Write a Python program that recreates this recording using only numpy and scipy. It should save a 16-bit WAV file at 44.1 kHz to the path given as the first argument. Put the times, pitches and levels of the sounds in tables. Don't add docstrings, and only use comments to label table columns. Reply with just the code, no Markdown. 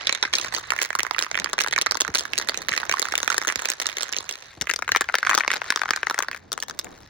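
import sys
import numpy as np
from scipy import signal
from scipy.fft import rfft, irfft, next_fast_len
from scipy.io import wavfile
from scipy.ndimage import map_coordinates

SR = 44100
rng = np.random.default_rng(int(sys.argv[2]) if len(sys.argv) > 2 else 0)


def bounce(signal):
    frames = np.transpose(np.atleast_2d(signal))
    limited = np.clip(frames, -1, 1)
    pcm = np.round(limited * 32767).astype(np.int16)
    wavfile.write(sys.argv[1], SR, pcm)


N = 312875


def amp(db):
    return 10 ** (np.asarray(db) / 20)


def unit(x):
    return x / np.sqrt(np.mean(np.abs(x) ** 2, axis=-1, keepdims=True) + 1e-20)


def along(points, hz):
    f, v = np.transpose(points)
    return np.interp(np.log(hz + 1), np.log(f + 1), v)


def curve(rows, s, column=1):
    return np.interp(s, *np.transpose(rows)[[0, column]])


def wobble(rate):
    knots = rng.standard_normal(int(N * rate / SR) + 4)
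    return map_coordinates(knots, [np.arange(N) * rate / SR])


def filtered(x, response):
    m = next_fast_len(N + SR // 2)
    return irfft(rfft(x, m) * response(np.fft.rfftfreq(m, 1 / SR)), m)[..., :N]


def mode(f, centre_hz, width_hz):
    return 1j * f * width_hz / (centre_hz ** 2 - f * f + 1j * f * width_hz)


def noise(spectrum, alike):
    a = rng.standard_normal((3, N))
    share = np.clip(alike, 0, 1)
    mixed = np.sqrt(share) * a[0] + np.sqrt(1 - share) * a[1:]
    return unit(filtered(mixed, lambda f: amp(along(spectrum, f))))


# frequency in Hz, relative density in dB per Hz.
AIR = [(20, -35), (40, 1), (70, 5), (130, 3.5), (260, -6.5), (500, -41), (1500, -40), (5000, -26),
       (16000, -66)]
# time in seconds, level in dB.
AIR_LEVEL = [(0.0, -56.5), (1.24, -61.5), (2.15, -57), (4.32, -65.5), (4.86, -57.5), (5.53, -62),
             (7.09, -55.5)]


def air():
    lumps_db = 3 * wobble(12)
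    return amp(curve(AIR_LEVEL, np.arange(N) / SR) + lumps_db) * noise(AIR, alike=0.93)


# frequency in Hz, time to fall 60 dB in seconds.
SHED = [(300, 0.12), (2000, 0.3), (10000, 0.014)]


def shed(x):
    out, step = np.zeros((2, N + SR)), SR // 3
    delay = 150
    for start in range(0, N, step):
        hz, t, z = signal.stft(rng.standard_normal((2, SR // 3)), SR, nperseg=256)
        decay = amp(-60 * t / along(SHED, hz)[:, None])
        tail = signal.istft(z * decay, SR, nperseg=256)[1]
        tail = tail / np.linalg.norm(tail[0])
        wet = signal.fftconvolve(x[None, start:start + step], tail, axes=1)
        out[:, start + delay:start + delay + wet.shape[1]] += wet
    return out[:, :N]


# time in seconds, level in dB.
RUB = [(1.2, -80), (1.4, -43), (1.7, -58.5), (2.7, -50), (3.8, -75), (6.5, -57.5), (6.72, -47.5),
       (6.82, -54), (6.92, -49), (7.09, -59)]
# frequency in Hz, relative density in dB per Hz.
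CLOTH = [(80, 5), (250, 12), (700, 9), (1300, 1), (4000, -46)]


def rub():
    lumps_db = 4.6 * wobble(27)
    return amp(curve(RUB, np.arange(N) / SR) + lumps_db) * noise(CLOTH, alike=0.26)


# start in seconds, level in dB, starting pitch above 60 Hz in Hz.
THUMPS = [(1.343, -41, 200), (2.086, -28, 610), (2.649, -44, 201), (2.711, -38, 250), (3.561, -37.5, 247),
          (4.572, -38, 396), (4.611, -29.5, 300), (4.914, -36.5, 302), (6.705, -44, 504)]


def thumps():
    out, swell = np.zeros(N + SR), np.zeros(N + SR)
    t, scuff = np.arange(SR // 8) / SR, noise(CLOTH, alike=0.87)
    for s, db, hz in THUMPS:
        turns = np.cumsum(60 + hz * np.exp(-t / 0.0059)) / SR
        shape = amp(db + 0.5 - 60 * t / 0.1) * (1 - np.exp(-t / 0.002))
        first = round(s * SR)
        out[first:][:len(t)] += shape * np.sin(2 * np.pi * turns)
        swell[first:][:len(t)] += shape
    ragged = amp(1.4 * wobble(120))
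    lean_left = amp([[.8], [-.8]])
    return out[:N] * lean_left * ragged + 0.54 * swell[:N] * scuff


# time in seconds, level in dB.
STIR = [(0.0, -31.5), (0.33, -40), (0.79, -36), (0.95, -44.5), (1.48, -41.5), (1.74, -51.5), (2.45, -36.5),
        (3.08, -33.5), (3.51, -41.5), (3.83, -37), (4.07, -35.5), (4.44, -40.5), (4.7, -49), (4.82, -49.5),
        (5.31, -37), (6.18, -41), (6.34, -54.5), (7.09, -46)]
# start in seconds, length in seconds, change of the stir in dB.
SKITTERS = [(0.345, .14, 11.5), (0.518, 0.099, 5.5), (0.795, 0.071, 10.5), (1.177, 0.067, 13.5),
            (1.597, .09, -1), (2.146, 0.098, 11), (2.395, 0.053, 4), (2.49, 0.045, 0), (2.627, 0.063, -6),
            (2.718, 0.088, 3.5), (2.823, .05, 1), (3.297, 0.085, 6.5), (3.469, 0.066, 12.5),
            (3.579, 0.13, 8.5), (3.84, 0.091, 3), (3.99, 0.063, 4), (4.38, .1, 3), (4.91, .07, 7),
            (5.29, .13, 10), (5.509, 0.072, 14), (5.636, 0.076, 9), (6.318, 0.063, 13.5), (6.882, .14, 4.5)]
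EDGE_S = 0.013
HISS_FOLLOWS = 0.82


def stir(s, share=1):
    def edge(d):
        return np.clip(d / EDGE_S + .5, 0, 1)
    skitter_db = sum(db * edge(s - start) * edge(start + lasts - s) for start, lasts, db in SKITTERS)
    return curve(STIR, s) + share * skitter_db


# frequency in Hz, relative density in dB per Hz.
SLOSH = [(150, -3), (400, 13.5), (1100, 18.5), (1900, -10), (2700, 11), (4000, 0.5), (6300, 8), (8000, -59),
         (16000, -117)]


def slosh():
    ripple_db = 3 * wobble(150)
    level_db = stir(np.arange(N) / SR, HISS_FOLLOWS) - 14 + ripple_db
    return amp(level_db) * noise(SLOSH, alike=0.019)


HANDOVER_S = 4.5
# frequency in Hz, left minus right in dB.
TILT_RIGHT = [(60, 13), (130, 0), (290, 5), (640, -3), (1410, -10.5), (3100, -7.5), (6820, 0.5),
              (15000, -0.5)]
TILT_LEFT = [(60, -4), (180, -4.5), (550, 9.5), (1650, 1), (4970, 2.0), (15000, 0.5)]
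# frequency in Hz, lead of the left port in radians.
LEAD_RIGHT = [(200, 0), (780, -2), (1290, .4), (1890, .6), (3880, 6.2), (4130, 6.4), (5080, 3), (6400, 2.1),
              (8600, 3), (13700, 3.2), (15800, 4.1)]
LEAD_LEFT = [(300, -.2), (860, -1.1), (2760, .6), (4130, 0), (5170, 1.4), (8100, 2.9), (13400, 3.3),
             (15800, 4.2)]


def ports(f, left_hand):
    lead = np.where(left_hand, along(LEAD_LEFT, f), along(LEAD_RIGHT, f))
    tilt_db = np.where(left_hand, along(TILT_LEFT, f), along(TILT_RIGHT, f))
    half = amp(tilt_db / 2) * np.exp(.5j * lead)
    return np.array([half, 1 / half]) / np.sqrt((abs(half) ** 2 + abs(half) ** -2) / 2)


ROLL_DB = -13
ROLL_HZ, ROLL_WIDTH_HZ, ROLL_UPPER_HZ, ROLL_UPPER_DB = 1816, 1200, 3780, -3.5


def roll():
    def body(f):
        lower = mode(f, ROLL_HZ, ROLL_WIDTH_HZ) ** 2
        return lower + amp(ROLL_UPPER_DB) * mode(f, ROLL_UPPER_HZ, ROLL_WIDTH_HZ) ** 2
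    s = np.arange(N) / SR
    swell_db = 3 * wobble(15) + 4 * wobble(130)
    hiss = unit(filtered(rng.standard_normal(N), body)) * amp(stir(s, HISS_FOLLOWS) + ROLL_DB + swell_db)
    left = s > HANDOVER_S
    in_left = filtered(hiss * left, lambda f: ports(f, True))
    in_right = filtered(hiss * ~left, lambda f: ports(f, False))
    return in_left + in_right


SIZE = 1024


def graze(count, lasts_s):
    t = np.arange(SIZE) / SR
    return unit(rfft(rng.standard_normal((count, SIZE)) * t ** 2 * np.exp(-t / lasts_s)))


# centre in Hz, width of each of two stages in Hz,
# relative level in dB.
CRACK = [(3720, 2280, -2), (6260, 2620, 0.5), (7670, 9200, -9), (10400, 8700, -13), (14730, 1340, -10.5)]
# time in seconds, rattling-on level in dB against the direct knock,
# brightness of the crack in dB per octave.
HOLD = [(0, -3, -10), (.5, 1.5, 0.5), (.9, -13, 6), (1.5, -12.5, -1), (2.2, -7, 0.5), (3, -9.5, 3),
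        (4.3, -10.5, -1), (4.7, -3.5, 3.5), (5.5, -8, -0.5), (6.3, -7, 3), (7, -5, 4.5)]


def ball(s, shell_db, shell_hz, crack_db):
    count = len(s)
    f, t = np.fft.rfftfreq(SIZE, 1 / SR), np.arange(SIZE) / SR
    luck = rng.standard_normal((count, 20, 1))
    shell_db, shell_hz, crack_db = shell_db[:, None], shell_hz[:, None], crack_db[:, None]

    shell = mode(f, shell_hz, 840)
    shell = shell - .5 * mode(f, shell_hz * (1.36 + 0.18 * luck[:, 0]), 970)
    shell = shell - 0.28 * mode(f, shell_hz * (0.51 + 0.16 * luck[:, 1]), 320)
    shell = shell * mode(f, 1540, 4950) ** 2 * (1 + .5 * graze(count, lasts_s=0.00054))

    crack = 0
    for k, (hz, width_hz, db) in enumerate(CRACK):
        gain = (-1) ** k * amp(db + 1.5 * luck[:, 2 + k])
        crack = crack + gain * mode(f, hz * (1 + 0.064 * luck[:, 8 + k]), width_hz) ** 2
    crack = crack * graze(count, lasts_s=0.00029)
    crack = crack * amp(curve(HOLD, s, column=2)[:, None] * np.log2(f / 5000 + 0.08))

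    bottom = mode(f, 420 * (1 + 0.058 * luck[:, 14]), 504) ** 2 * mode(f, 585, 820)
    bottom_db = 0.3 * shell_db + 0.64 * crack_db - 14.5 - 0.0035 * (shell_hz - 1700) + 2.2 * luck[:, 15]
    knock = amp(shell_db) * unit(shell) + amp(crack_db + 0.34) * unit(crack) + amp(bottom_db) * unit(bottom)

    bend = .5 * (1 + 0.19 * luck[:, 16]) * (np.sqrt(f) - f / 130)
    knock = knock * np.exp(-1j * bend - 2j * np.pi * f * 0.001947)
    swing = np.exp(1j * f * 0.00016 * luck[:, 18] / (1 + (f / 6000) ** 4))
    sway = [swing * amp(3.13 * luck[:, 19]), 1 / swing / amp(1.38 * luck[:, 19])]
    pair = ports(f, s[:, None] > HANDOVER_S) * sway

    fade = amp(-60 * t / 0.022) * (1 - np.exp(-t / 0.00058)) * (t < .017)
    paths = rng.standard_normal((count, 3, SIZE)).transpose(1, 0, 2) * fade
    share = amp(curve(HOLD, s)[:, None] + luck[:, 17])
    later = share * unit(rfft(paths[0] + 0.51 * paths[1:])) / (1 + 1j * f / 6000)

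    heard = knock * pair * (1 + later) / np.sqrt(1 + share ** 2)
    waves = irfft(heard, SIZE) * np.sqrt(0.0048 * SR)
    starts = np.round((s - .003) * SR).astype(int)
    where = (starts[:, None] + np.arange(SIZE)).clip(0).ravel()
    return np.array([np.bincount(where, w.ravel(), N + SIZE)[:N] for w in waves])


TICK_DB, SETTLE_DB_PER_S = -7, 102


def bounces(count=800):
    luck = rng.random((count, 4))
    s = (np.arange(count) + luck[:, 0]) * N / SR / count
    when, _, shell_hz, knock_hard_db = np.transpose(KNOCKS)
    last = (np.searchsorted(when, s) - 1).clip(0)
    settled_db = SETTLE_DB_PER_S * (s - when[last]).clip(0, .06)
    db = stir(s) + TICK_DB - 4 * np.log(luck[:, 1] + 0.023) - settled_db
    hard_db = 0.23 * knock_hard_db[last].clip(-16, 10) + 4 * (luck[:, 3] - .5)
    shell_db = db - hard_db.clip(0)
    crack_db = db + 0.99 * hard_db.clip(None, 0) - 0.5
    return ball(s, shell_db, shell_hz[last] * (0.79 + 0.33 * luck[:, 2]), crack_db)


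def split(level_db, hard_db):
    shell_db = level_db - 10 * np.log10(1 + amp(2 * hard_db))
    return shell_db, shell_db + hard_db


# time in seconds, level of shell and crack together in dB,
# shell pitch in Hz, hardness as crack over shell in dB.
KNOCKS = [(0.0713, -12, 2260, 22), (0.0944, -14.5, 2210, -1), (0.1267, -16, 2280, 14),
          (0.1502, -18.5, 2120, 3), (0.228, -11.5, 1600, 2.5), (0.236, -19, 1580, -8),
          (0.2525, -18.5, 1710, -8.5), (0.3302, -24.5, 1900, 0), (0.3372, -12.5, 2250, -1),
          (0.3539, -14.5, 2430, 25), (0.385, -17.5, 1750, 8), (0.4138, -22.5, 1940, 28),
          (0.4468, -21.5, 1840, -6), (0.5244, -28, 1540, -2), (0.5415, -23.5, 1820, -1),
          (0.5489, -17.5, 2240, 5), (0.5763, -28, 1360, 2), (0.7055, -15.5, 2160, -8),
          (0.7209, -16.5, 1320, -11.5), (0.7363, -23.5, 1410, -13), (0.7647, -26, 1900, -6),
          (0.7898, -18.5, 1940, -16), (0.8178, -17.5, 2140, 2), (0.826, -22, 2210, 7),
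          (0.8313, -20, 2100, 11), (0.85, -25.5, 1920, 1), (0.9054, -21, 1780, -11.5),
          (0.9528, -16.5, 1390, -4.5), (0.9898, -20.5, 1460, -2), (0.9949, -15.5, 1990, -8),
          (1.0055, -21.5, 2290, -8), (1.0324, -21, 1190, 8), (1.0505, -25.5, 1440, -22),
          (1.0672, -22.5, 1600, -11), (1.1112, -17, 1060, -6), (1.1363, -36, 1340, 2),
          (1.1477, -22.5, 2170, -20), (1.1641, -27.5, 1370, -11), (1.1844, -18, 1890, -10.5),
          (1.1916, -16, 1720, 8), (1.225, -18, 1710, 7), (1.2656, -26.5, 1270, -16),
          (1.3145, -21.5, 2020, -1), (1.3453, -21, 2090, -18), (1.3546, -18, 2190, -14),
          (1.3761, -19, 1930, -9.5), (1.3897, -22.5, 1950, -12), (1.3997, -22, 2040, 9),
          (1.4448, -19, 1840, 7.5), (1.4607, -21, 1440, -28), (1.492, -35, 1970, -10),
          (1.5326, -19.5, 1350, 0), (1.5382, -24.5, 1190, -6), (1.5819, -18.5, 1580, -9),
          (1.5895, -15, 2430, -6), (1.6039, -19.5, 2010, 2), (1.6084, -16.5, 1720, 1),
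          (1.6168, -20.5, 1710, 6), (1.6222, -27, 2060, 3), (1.6381, -22, 1590, 9), (1.646, -23, 1720, -16),
          (1.6637, -21.5, 1370, -12), (1.675, -23, 1620, -14), (1.6845, -24, 1970, 2),
          (1.7262, -21, 1910, -1), (1.7304, -19, 2040, -5), (1.737, -20, 2080, -2), (1.7628, -18, 2060, -6),
          (1.78, -14.5, 1320, -15), (1.7876, -17, 1520, 2), (1.8145, -15.5, 1940, 6),
          (1.821, -19, 1080, 16), (1.863, -16, 1630, -8.5), (1.8684, -15.5, 1770, -5.5),
          (1.9117, -14, 1420, 13), (1.9206, -19, 1540, 1), (1.9461, -24.5, 1100, 3),
          (1.954, -21.5, 1140, -5), (1.9719, -24.5, 1770, -2), (2.0041, -20.5, 1730, -2),
          (2.0088, -11.5, 1430, 15), (2.0183, -16.5, 1500, 10), (2.05, -23, 1460, -9),
          (2.0797, -23.5, 1690, -6), (2.142, -24, 1880, -1), (2.1497, -15.5, 1810, 5),
          (2.1557, -14, 1530, 10), (2.1632, -26, 1500, 0), (2.1724, -24, 2080, 12), (2.1834, -22, 1660, 13),
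          (2.188, -20.5, 1800, 17), (2.1951, -21, 1670, 21), (2.254, -24, 1500, -6.5),
          (2.3348, -18, 2410, -6.5), (2.3798, -17, 1950, 11), (2.3866, -18.5, 1560, 10),
          (2.4142, -25, 1770, -2), (2.4882, -16.5, 1900, 2.5), (2.4954, -17, 1910, 3.5),
          (2.52, -31.5, 1460, -16), (2.5446, -25, 2280, -1), (2.5751, -22, 1860, 13),
          (2.6194, -29, 1800, 1), (2.6859, -19, 1880, -2.5), (2.692, -20, 2050, 2), (2.7163, -29, 2160, 9),
          (2.7211, -18.5, 2200, -32), (2.7377, -18.5, 2100, -16), (2.7775, -15.5, 2050, -1.5),
          (2.809, -32, 1560, -11), (2.8326, -21, 1340, -29), (2.8955, -16.5, 1800, -3.5),
          (2.9141, -17, 2020, -2.5), (2.9252, -18, 2040, -4), (2.9401, -16.5, 1210, -14),
          (2.971, -24.5, 1440, -12), (2.9965, -19.5, 2020, 4.5), (3.019, -19, 1840, 8),
          (3.027, -18.5, 1170, 5), (3.055, -21.5, 1600, -9), (3.0866, -24.5, 1370, -6),
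          (3.1234, -21, 2000, -3), (3.1392, -19.5, 1170, -16), (3.1551, -16.5, 2430, -10),
          (3.1795, -18.5, 1980, 8), (3.2033, -24, 1500, 0), (3.231, -18, 1680, 3),
          (3.2781, -14.5, 2000, -4.5), (3.3026, -15.5, 1600, -2.5), (3.3191, -22.5, 1520, -6),
          (3.3258, -23, 1970, -7), (3.3445, -20, 1590, -4.5), (3.3812, -15, 1620, -2),
          (3.4167, -22.5, 1730, -7), (3.4248, -27, 1490, -3), (3.45, -23.5, 1550, -9),
          (3.4735, -19.5, 1750, -2), (3.4805, -18.5, 1670, 7), (3.4887, -18, 1820, -6),
          (3.5007, -18, 1810, -15), (3.5112, -28.5, 1600, -9), (3.5588, -18, 1880, 4),
          (3.5935, -24, 1750, -2), (3.6209, -24.5, 1360, 1), (3.6497, -29, 1960, -16),
          (3.657, -19.5, 2000, 2), (3.6874, -25, 2090, 10), (3.7021, -16.5, 1790, 12),
          (3.7182, -25, 1660, 6), (3.8009, -20, 1870, 5), (3.8175, -24, 1970, 1), (3.824, -25.5, 2060, 1),
          (3.8587, -23.5, 1520, 0), (3.8684, -16.5, 1580, 24), (3.8898, -25.5, 1870, -2),
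          (3.9704, -23, 2060, 3.5), (3.9843, -24.5, 2020, 2), (4.009, -24, 2000, 5), (4.024, -26, 1460, 20),
          (4.0326, -19.5, 1440, 12), (4.0566, -37, 1780, -11), (4.1271, -22, 1850, 9),
          (4.1352, -23, 2150, -6), (4.1665, -20.5, 1610, 18), (4.1744, -30, 1250, 8),
          (4.1863, -22, 1290, 19), (4.2065, -31, 1120, 2), (4.2924, -23.5, 2230, 8), (4.2955, -28, 1740, 9),
          (4.3115, -27.5, 2030, 10), (4.3261, -30, 1980, 19), (4.613, -18.5, 1940, 6.5),
          (4.6211, -22.5, 1730, 6.5), (4.672, -22.5, 1920, -14), (4.6955, -22, 1820, -8),
          (4.7001, -20, 1780, -11), (4.7127, -18, 1870, 0), (4.7379, -23.5, 2030, 0),
          (4.7614, -21, 1700, 11), (4.824, -20, 1690, -11), (4.8797, -21.5, 1630, -10),
          (4.8918, -18, 1490, -13), (4.9194, -11.5, 1920, -2.5), (4.95, -13, 1650, -28),
          (4.9619, -13, 1750, -6.5), (4.9712, -20, 2280, -1), (5.0103, -13.5, 1360, -2),
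          (5.0192, -20, 1550, -8), (5.0892, -21, 1770, -15.5), (5.0981, -22.5, 1400, -25),
          (5.1426, -12.5, 1320, -19), (5.154, -14, 1810, -2), (5.1857, -21, 1870, 0.5),
          (5.2304, -15.5, 1360, -17.5), (5.2509, -23, 1750, -10), (5.2666, -20, 1660, -11),
          (5.2707, -12.5, 1700, -16.5), (5.2955, -11.5, 1370, -12), (5.302, -18, 1790, -3),
          (5.313, -14.5, 1340, -20), (5.3222, -19, 1770, -27), (5.3327, -19, 1380, -22),
          (5.344, -15.5, 1380, -8), (5.3506, -15, 1410, 10), (5.3782, -12, 1160, -5),
          (5.408, -17.5, 1840, -30), (5.4488, -25.5, 1570, -19), (5.4792, -13.5, 1450, -6.5),
          (5.5047, -16, 1800, -18), (5.5164, -16.5, 1890, -6), (5.5373, -17.5, 1570, -7),
          (5.5636, -31.5, 1460, -4.5), (5.6183, -20.5, 1550, -32), (5.7046, -11.5, 1800, -2.5),
          (5.724, -19.5, 1750, -11), (5.761, -16.5, 1320, 1), (5.7945, -28, 1490, 0),
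          (5.8178, -17.5, 1400, -13), (5.8579, -21.5, 1460, -20), (5.8838, -27, 1310, -16),
          (5.8912, -21, 1380, -17), (5.9079, -12, 1520, -3), (5.9356, -16.5, 1720, -15),
          (5.9624, -20.5, 1550, 0.5), (6.0323, -16.5, 1670, -17), (6.0702, -18, 1460, -14),
          (6.099, -18.5, 1310, -3), (6.1103, -18, 1260, -8), (6.1449, -21.5, 1640, -10.5),
          (6.1803, -23, 1550, -18), (6.1902, -16, 1330, -1), (6.2252, -21.5, 1800, 4),
          (6.2341, -25, 1410, -13), (6.2853, -21, 1440, -9.5), (6.3148, -24.5, 1880, -8.5),
          (6.3473, -32, 1820, -12), (6.5196, -24, 1120, 5.5), (6.5301, -24, 1330, 13),
          (6.5782, -26.5, 1320, -6), (6.6026, -29, 1790, 28), (6.6264, -21, 1550, 6),
          (6.684, -32.5, 1460, 4), (6.698, -26.5, 1400, 4), (6.7913, -20.5, 1370, 10),
          (6.796, -26, 1490, 12), (6.8457, -34, 1640, 9)]
REBOUND_S = .013
REBOUND_LOSS_DB, REBOUND_SCATTER_DB = 14, 9
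CLEAR_S = .011


def knocks():
    s, db, hz, hard_db = np.transpose(KNOCKS)
    luck = rng.standard_normal((len(s), 4))
    flight = .005 + REBOUND_S * np.exp(.5 * luck[:, 0])
    lands = flight + CLEAR_S < np.diff(s, append=N / SR)
    back_db = db - REBOUND_LOSS_DB - REBOUND_SCATTER_DB * luck[:, 1].clip(-1, 3)
    back_db = back_db - 100 * ~lands
    back_hard_db = .5 * hard_db - 5 + 6 * luck[:, 2]
    back_hz = hz * (1 + .12 * luck[:, 3])
    shell_db, crack_db = split(np.r_[db, back_db], np.r_[hard_db, back_hard_db])
    return ball(np.r_[s, s + flight], shell_db, np.r_[hz, back_hz], crack_db)


def scene():
    can = knocks() + bounces() + roll()
    answer = amp(-22.5) * shed(can[1])
    return can + answer + slosh() + air() + rub() + thumps()


TOP_HZ = 16500


def record(dry):
    rounded = dry / (1 + np.abs(dry / .75) ** 5) ** (1 / 5)
    return filtered(rounded, lambda f: 1 / (1 + (f / TOP_HZ) ** 120))


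dry = scene()
out = record(dry)
bounce(out)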